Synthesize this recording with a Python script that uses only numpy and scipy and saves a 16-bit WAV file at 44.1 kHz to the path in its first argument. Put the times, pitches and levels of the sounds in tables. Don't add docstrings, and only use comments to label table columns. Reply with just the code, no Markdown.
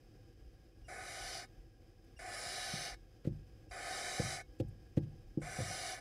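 import sys
import numpy as np
from scipy import signal
from scipy.fft import rfft, irfft
from scipy.io import wavfile
from scipy.ndimage import uniform_filter1d

SR = 44100
rng = np.random.default_rng(int(sys.argv[2]) if len(sys.argv) > 2 else 0)


def digitize_waveform(pressure):
    field = np.atleast_2d(pressure).T
    bounded = np.clip(field, -1, 1)
    quanta = np.round(bounded * 32767).astype(np.int16)
    wavfile.write(sys.argv[1], SR, quanta)


def invert_db(x):
    u = np.asarray(x, float) / 20
    return 10 ** u


N = 264908
GRID = np.linspace(0, SR / 2, 8193)

# t/s, length/s, effort level/dB, beak resonance wide open f/Hz
HISSES = [
    (0.882, 0.58, -49, 4650),
    (2.190, 0.768, -47, 5450),
    (3.710, 0.718, -44.5, 5900),
    (5.416, 0.59, -46.5, 4850),
]
# t/s, gape [0-1]
GAPES = [
    [(0.88, 0.03), (0.99, 0.07), (1.1, 0.5), (1.2, 0.67), (1.4, 0.97)],
    [(2.19, 0.2), (2.25, 0.12), (2.34, 0.56), (2.6, 0.93), (2.75, 1.0), (2.88, 0.94)],
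    [(3.71, 0.14), (3.8, 0.16), (3.95, 0.53), (4.15, 0.65), (4.36, 0.66)],
    [(5.41, 0.06), (5.5, 0.26), (5.62, 0.54), (5.75, 0.77), (5.9, 0.79)],
]
# f/Hz, f/Hz, f/Hz, f/Hz
POSES = [
    (2734, 3229, 3552, 4590),
    (2648, 3229, 3600, 4608),
    (2691, 3316, 3585, 4543),
    (2600, 3229, 3640, 4608),
]
# width/Hz, depth/dB
POSE_DIPS = [(85, 20), (85, 26), (65, 16), (80, 17)]
EDGES_HZ = [2650, 3380, 6470, 11400]
# level over the breath when shut/dB, gain when open/dB, gape of full gain [0-1], loss in closing/dB
BANDS = [
    (-22, 13, 1, -10),
    (-13.5, 14.5, 1, -8.5),
    (-12.5, 5.5, 0.56, -7.5),
    (-29.5, 7, 0.77, -6),
]
POP_DB, SWELL_SHARE = -50.5, 0.28
CLOSE_S, CLOSE_DB, SHUT_S, SHUT_DB = 0.086, -5, 0.014, -30
LEAK_S, LEAK_DB, POP_S, POP_FROM_DB = 0.016, -11, 0.025, -1.5
BEAK_SHUT_HZ, STREAKS_DB = 4960, 1.8

# f/Hz, width/Hz, level/dB
BOX_MODES = [(736, 71.5, 2), (1260, 17, -3), (1490, 36, -4), (1737, 27, 0), (2200, 17, -3), (2853, 16, -6),
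             (3065, 250, -14), (3475, 280, -12.5), (3780, 15, -7.5), (3886, 57, -11.5), (4020, 21, -11.5),
             (4400, 52, -10.5), (4730, 440, -9.5), (5370, 60, -10), (5840, 47, -10.5)]
# f/Hz, width/Hz, depth/dB
LOW_DIPS = [(430, 13.3, 32.5), (893, 48, 31), (972, 39, 9), (1145, 37, 8), (1373, 76, 14.5),
            (1656, 53, 18.5), (1876, 32, 13)]
# f/Hz, width/Hz, depth/dB
HIGH_DIPS = [(2650, 180, 8), (2900, 50, 10), (3370, 60, 14), (4300, 50, 10), (6490, 80, 12), (6900, 150, 8),
             (8300, 200, 8)]
# f/Hz, level/dB per Hz
BREATH_COLOUR = [(200, -54), (380, -5), (730, -11.5), (900, -19), (1480, -2), (2300, -5), (2700, -12),
                 (5000, -22), (6450, -12.5)]
# f/Hz, level/dB per Hz
TOP_COLOUR = [(6500, -8), (7000, -3), (7700, -5), (8300, -5.5), (9300, -4.5), (10000, -4.5), (10200, -6.5),
              (11200, -13), (11500, -15), (13000, -21.5), (14200, -21.5), (15600, -30)]

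# t/s, length/s, start f/Hz, level/dB, second partial level/dB
SQUEAKS = [
    (0.841, 0.043, 2870, -69, -5),
    (2.163, 0.029, 2820, -64, -5),
    (3.688, 0.024, 2760, -76, 1),
    (5.395, 0.022, 2800, -82, 1),
]
SQUEAK_SAG = 0.045

# t/s, then level/dB of the deep, middle, stiff and hard panel groups
KNOCKS = [(2.46, -54, -59, -62, -73), (2.733, -47, -42, -56.5, -69), (3.248, -43, -48, -43.5, -45.5),
          (3.269, -35, -32.5, -34, -43.5), (3.312, -48, -46, -64, -67), (3.666, -51, -79, -55, -62),
          (4.194, -29.5, -33.5, -35, -31), (4.24, -58, -44.5, -55, -63), (4.598, -29.5, -51, -29.5, -32.5),
          (4.646, -44.5, -49, -57, -62), (4.683, -60, -61, -63, -73), (4.724, -54, -67, -68, -72),
          (4.970, -28, -28, -27, -35), (5.04, -48, -52, -52, -67), (5.23, -56, -74, -74, -84),
          (5.371, -51, -33, -30, -41.5), (5.413, -41.5, -59, -65, -45), (5.584, -35.5, -41.5, -55, -43),
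          (5.598, -36, -56, -42.5, -38), (5.699, -45, -51, -60, -65)]
# f/Hz, level/dB, t60/s
PANELS = [
    [(65.6, -20, 0.65), (97.9, -10, 0.61), (114.4, -5, 0.27), (127, -10.5, 0.42)],
    [(150.8, -5, 0.43), (165.3, -12, 0.32), (211.7, -10.5, 0.21)],
    [(251, -13, 0.078), (298.4, -5.5, 0.12), (337.3, -7, 0.15), (413.6, -9.5, 0.073)],
    [(499.6, 0, 0.078), (561, -5.5, 0.081), (736, -21.5, 0.13), (815, -21.5, 0.13), (1220, -28, 0.052)],
]
# t/s, length/s, level/dB, centre f/Hz
RUSTLES = [(0.81, 0.025, -76, 2200), (2.04, 0.023, -81, 11000), (3.243, 0.031, -63.5, 2200),
           (3.245, .022, -84, 7500), (3.254, .024, -80, 9000), (3.262, 0.036, -64.5, 3241),
           (4.587, 0.018, -73, 8600), (4.597, 0.023, -56, 3200), (4.68, 0.028, -75, 11000),
           (4.964, 0.019, -70, 7000), (4.967, 0.033, -58, 2200), (5.018, 0.052, -73.5, 3000)]

# f/Hz, level/dB per Hz
AIR_COLOUR = [(41, -46.5), (70, -4.5), (110, 1), (177, -14), (340, -11.5), (427, -17.5), (489, -11.5),
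              (626, -26), (768, -18), (879, -30), (1650, -33), (1770, -32), (4370, -37.5), (5010, -39),
              (15500, -46)]
AIR_DB = -62.5
# f/Hz, width/Hz, level/dB
AIR_RINGS = [(331.6, 45, 7), (502, 16, 3.5), (766, 30, 2.5), (912, 48, -16.5), (1639, 78, 14),
             (2530, 210, 5.5), (3090, 270, 5), (4180, 180, -6), (5075, 650, 12.5), (6250, 340, 5.5)]
# t/s of the top, level/dB
GUSTS = [(0.46, -53), (0.82, -55), (0.93, -64), (1.25, -54), (1.6, -54), (2.18, -54.5), (2.95, -51.5),
         (3.06, -61), (3.31, -48), (3.39, -53), (3.53, -59), (3.71, -57), (4.24, -55), (4.48, -56),
         (4.64, -49), (4.72, -57), (4.82, -59), (4.98, -55), (5.05, -61), (5.14, -54.5), (5.27, -53.5),
         (5.42, -53), (5.63, -60), (5.72, -61)]
LULL_DB, GUST_RISE_S, GUST_FALL_S = -63, 0.029, 0.047
LIMIT_HZ = 15750


def hiss(start, length, effort_db, open_hz, gapes, pose):
    t = np.arange(-LEAK_S, length + 0.18, 1 / SR)
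    closing = np.clip((t - length + SHUT_S) / CLOSE_S + 1, 0, 1)
    shutting = np.maximum((t - length) / SHUT_S + 1, 0)
    swell = np.sin(np.pi / 2 * np.clip(t / (SWELL_SHARE * length), 0, 1))
    breath_db = POP_DB + (effort_db - POP_DB) * swell + CLOSE_DB * closing + SHUT_DB * shutting

    opening = np.clip(np.interp(t + start, *np.transpose(gapes)), 0, 1.2)
    beak_hz = BEAK_SHUT_HZ + (open_hz - BEAK_SHUT_HZ) * opening * (1 - closing)
    late_closing = np.sin(np.pi / 2 * closing) ** 3
    bands_db = [0]
    for shut, gain, full, loss in BANDS:
        bands_db.append(shut + gain * np.minimum(opening / full, 1.2) + loss * late_closing)

    valve = np.clip(t / 0.00057, 0, 1) * invert_db(POP_FROM_DB * np.maximum(1 - t / POP_S, 0))
    leak = np.maximum(valve, invert_db(LEAK_DB) * np.minimum(2 + 2 * t / LEAK_S, 1))
    valves = [valve, valve, valve, leak, valve]

    delays, signs = rng.uniform(0.001, 0.012, 14), rng.choice([-1., 1.], 14)
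    path_db = box_db(pose, delays, signs)
    air = rfft(rng.standard_normal(len(t)))
    hz = np.fft.rfftfreq(len(t), 1 / SR)
    path = invert_db(np.interp(hz, GRID, path_db))
    steps = [1] + [0.5 + 0.5 * np.tanh((hz - edge) / 60) for edge in EDGES_HZ] + [0]
    breath = np.zeros(len(t))
    for k, band_db in enumerate(bands_db):
        share = steps[k] - steps[k + 1]
        power = np.mean((share * path) ** 2)
        breath = breath + valves[k] * invert_db(breath_db + band_db) * irfft(air * share, len(t)) / np.sqrt(power)

    flutter_db = 0.46 * evened(band(rng.standard_normal(len(t)), 9.3, 98, order=1))
    return start - LEAK_S, coloured(mouth_shape(breath, t, beak_hz) * invert_db(flutter_db), path_db)


def mouth_shape(x, t, beak_hz):
    hz, frames, z = signal.stft(x, SR, nperseg=512)
    hz = hz[:, None]
    patches = uniform_filter1d(rng.standard_normal(z.shape), size=3, axis=0)
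    patches = evened(uniform_filter1d(patches, size=50, axis=1))
    streaks_db = STREAKS_DB * patches * np.clip(hz / EDGES_HZ[1], 0, 1) ** 2
    centre = np.interp(frames, t - t[0], beak_hz)
    ring_db = 1.18 / (1 + (2 * (hz - centre) / 900) ** 2)
    return signal.istft(z * invert_db(ring_db - 0.5 + streaks_db), SR, nperseg=512)[1][:len(x)]


def box_db(pose, delays, signs):
    modes = sum(invert_db(2 * db) / (1 + (2 * (GRID - hz) / width) ** 2) for hz, width, db in BOX_MODES)
    below = 10 * np.log10(modes + invert_db(2 * (read(BREATH_COLOUR, GRID) - 4.0)))
    above = read(TOP_COLOUR, GRID) - 14.0
    top_hz = TOP_COLOUR[0][0]
    echoes = 1 + 0.29 * (signs * np.exp(-2j * np.pi * GRID[:, None] * delays)).sum(axis=1)
    ripple_db = 20 * np.log10(abs(echoes) + 0.061) * np.clip(GRID / top_hz, 0, 1) ** 2
    pose_dips = [(hz, *dip) for hz, dip in zip(pose, POSE_DIPS)]
    dips_db = bumps([*LOW_DIPS, *HIGH_DIPS, *pose_dips], GRID)
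    return np.where(GRID < top_hz, below, above) - dips_db + ripple_db


def squeak(length, hz, db, second_db):
    u = np.linspace(0, 1, round(length * SR))
    unsteady = evened(uniform_filter1d(rng.standard_normal(len(u)), 120))
    turns = np.cumsum(hz * (1 - SQUEAK_SAG * u ** 2) * (1 + 0.013 * unsteady)) / SR
    partials = [(1, 0), (2, second_db), (3, second_db - 10), (4, second_db - 17)]
    tone = sum(invert_db(g) * np.sin(2 * np.pi * k * turns) for k, g in partials)
    return invert_db(db) * tone * np.sin(np.pi * u ** 0.77)


def knock(groups_db, chance):
    t = np.arange(round(0.7 * SR)) / SR
    ring, k = np.zeros(len(t)), 0
    rises_s = [0.024, 0.0064, 0.0084, 0.0053]
    for group_db, group, rise in zip(groups_db, PANELS, rises_s):
        onset = np.sin(np.pi / 2 * np.minimum(t / rise, 1)) ** 2
        for hz, mode_db, t60 in group:
            k += 1
            detune = 1 + 0.014 * chance[k]
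            arrival = 0.006 + 0.0006 * chance[-k]
            size = invert_db(group_db + mode_db - 60 * t / t60) * onset
            size *= 1 + 250 / hz * np.exp(-(t / 0.015) ** 2)
            ring -= size * np.cos(2 * np.pi * hz * detune * (t - arrival))
    rattle = evened(band(rng.standard_normal(len(t)), 80, 200, order=2)) * np.minimum(t / 0.026, 1)
    rattle_db = max(groups_db[:2]) - 20 - 60 * t / 0.55
    return band(ring + rattle * invert_db(rattle_db), 70, 1500, order=2)


def rustle(length, db, hz):
    u = np.linspace(0, 1, round(length * SR))
    puff = np.sin(np.pi * u ** 0.54) ** 2
    return invert_db(db) * evened(band(rng.standard_normal(len(u)), hz * 0.52, hz * 1.18, order=1)) * puff


def outside():
    t = np.arange(N) / SR
    colour_db = read(AIR_COLOUR, GRID) + bumps(AIR_RINGS, GRID) - 0.26 * bumps(HIGH_DIPS, GRID)
    murmur = evened(coloured(rng.standard_normal(N), colour_db))
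    drift_db = evened(band(rng.standard_normal(N), 0.11, 3.9, order=1))
    push = evened(band(rng.standard_normal(N), 32, 57.8, order=3))
    push /= np.sqrt(uniform_filter1d(push ** 2, 3500) + 0.19)
    return invert_db(AIR_DB + drift_db) * murmur + gusts(t) * push


def gusts(t):
    power = invert_db(2 * LULL_DB)
    for s, db in GUSTS:
        spread = np.where(t < s, GUST_RISE_S, GUST_FALL_S)
        power = power + invert_db(2 * db) * np.exp(-((t - s) / spread) ** 2)
    return np.sqrt(power)


def evened(x):
    return x / np.sqrt(np.mean(x ** 2) + 1e-20)


def read(points, hz):
    f, value = np.transpose(points)
    return np.interp(np.log(hz + 1), np.log(f + 1), value)


def bumps(rows, hz):
    return sum(db / (1 + (2 * (hz - f) / width) ** 2) for f, width, db in rows)


def coloured(x, gain_db):
    log_gain = np.log(invert_db(np.maximum(gain_db, -100)))
    circle = np.concatenate([log_gain, log_gain[-2:0:-1]])
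    taps = np.fft.ifft(np.exp(np.conj(signal.hilbert(circle)))).real
    return signal.fftconvolve(x, taps[:len(gain_db)])[:len(x)]


def band(x, lo_hz, hi_hz, order=3):
    sos = signal.butter(order, [lo_hz, min(hi_hz, SR / 2.1)], "band", fs=SR, output="sos")
    return signal.sosfilt(sos, x)


def add(mix, s, sound):
    part = mix[round(s * SR):][:len(sound)]
    part += sound[:len(part)]


def scene():
    mix = outside()
    for row, gapes, pose in zip(HISSES, GAPES, POSES):
        add(mix, *hiss(*row, gapes, pose))
    for s, *row in SQUEAKS:
        add(mix, s, squeak(*row))
    chances = rng.standard_normal((len(KNOCKS), 30))
    for (s, *groups_db), chance in zip(KNOCKS, chances):
        add(mix, s, knock(groups_db, chance))
    for s, *row in RUSTLES:
        add(mix, s, rustle(*row))
    return np.array([mix, mix])


def roll_off(x):
    return signal.sosfilt(signal.butter(12, 15690, fs=SR, output="sos"), x)


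def record(dry):
    low_pass = signal.firwin(511, LIMIT_HZ, window=("kaiser", 9), fs=SR)
    limited = signal.oaconvolve(dry, low_pass[None], "same")
    return roll_off(limited)


dry = scene()
out = record(dry)
digitize_waveform(out)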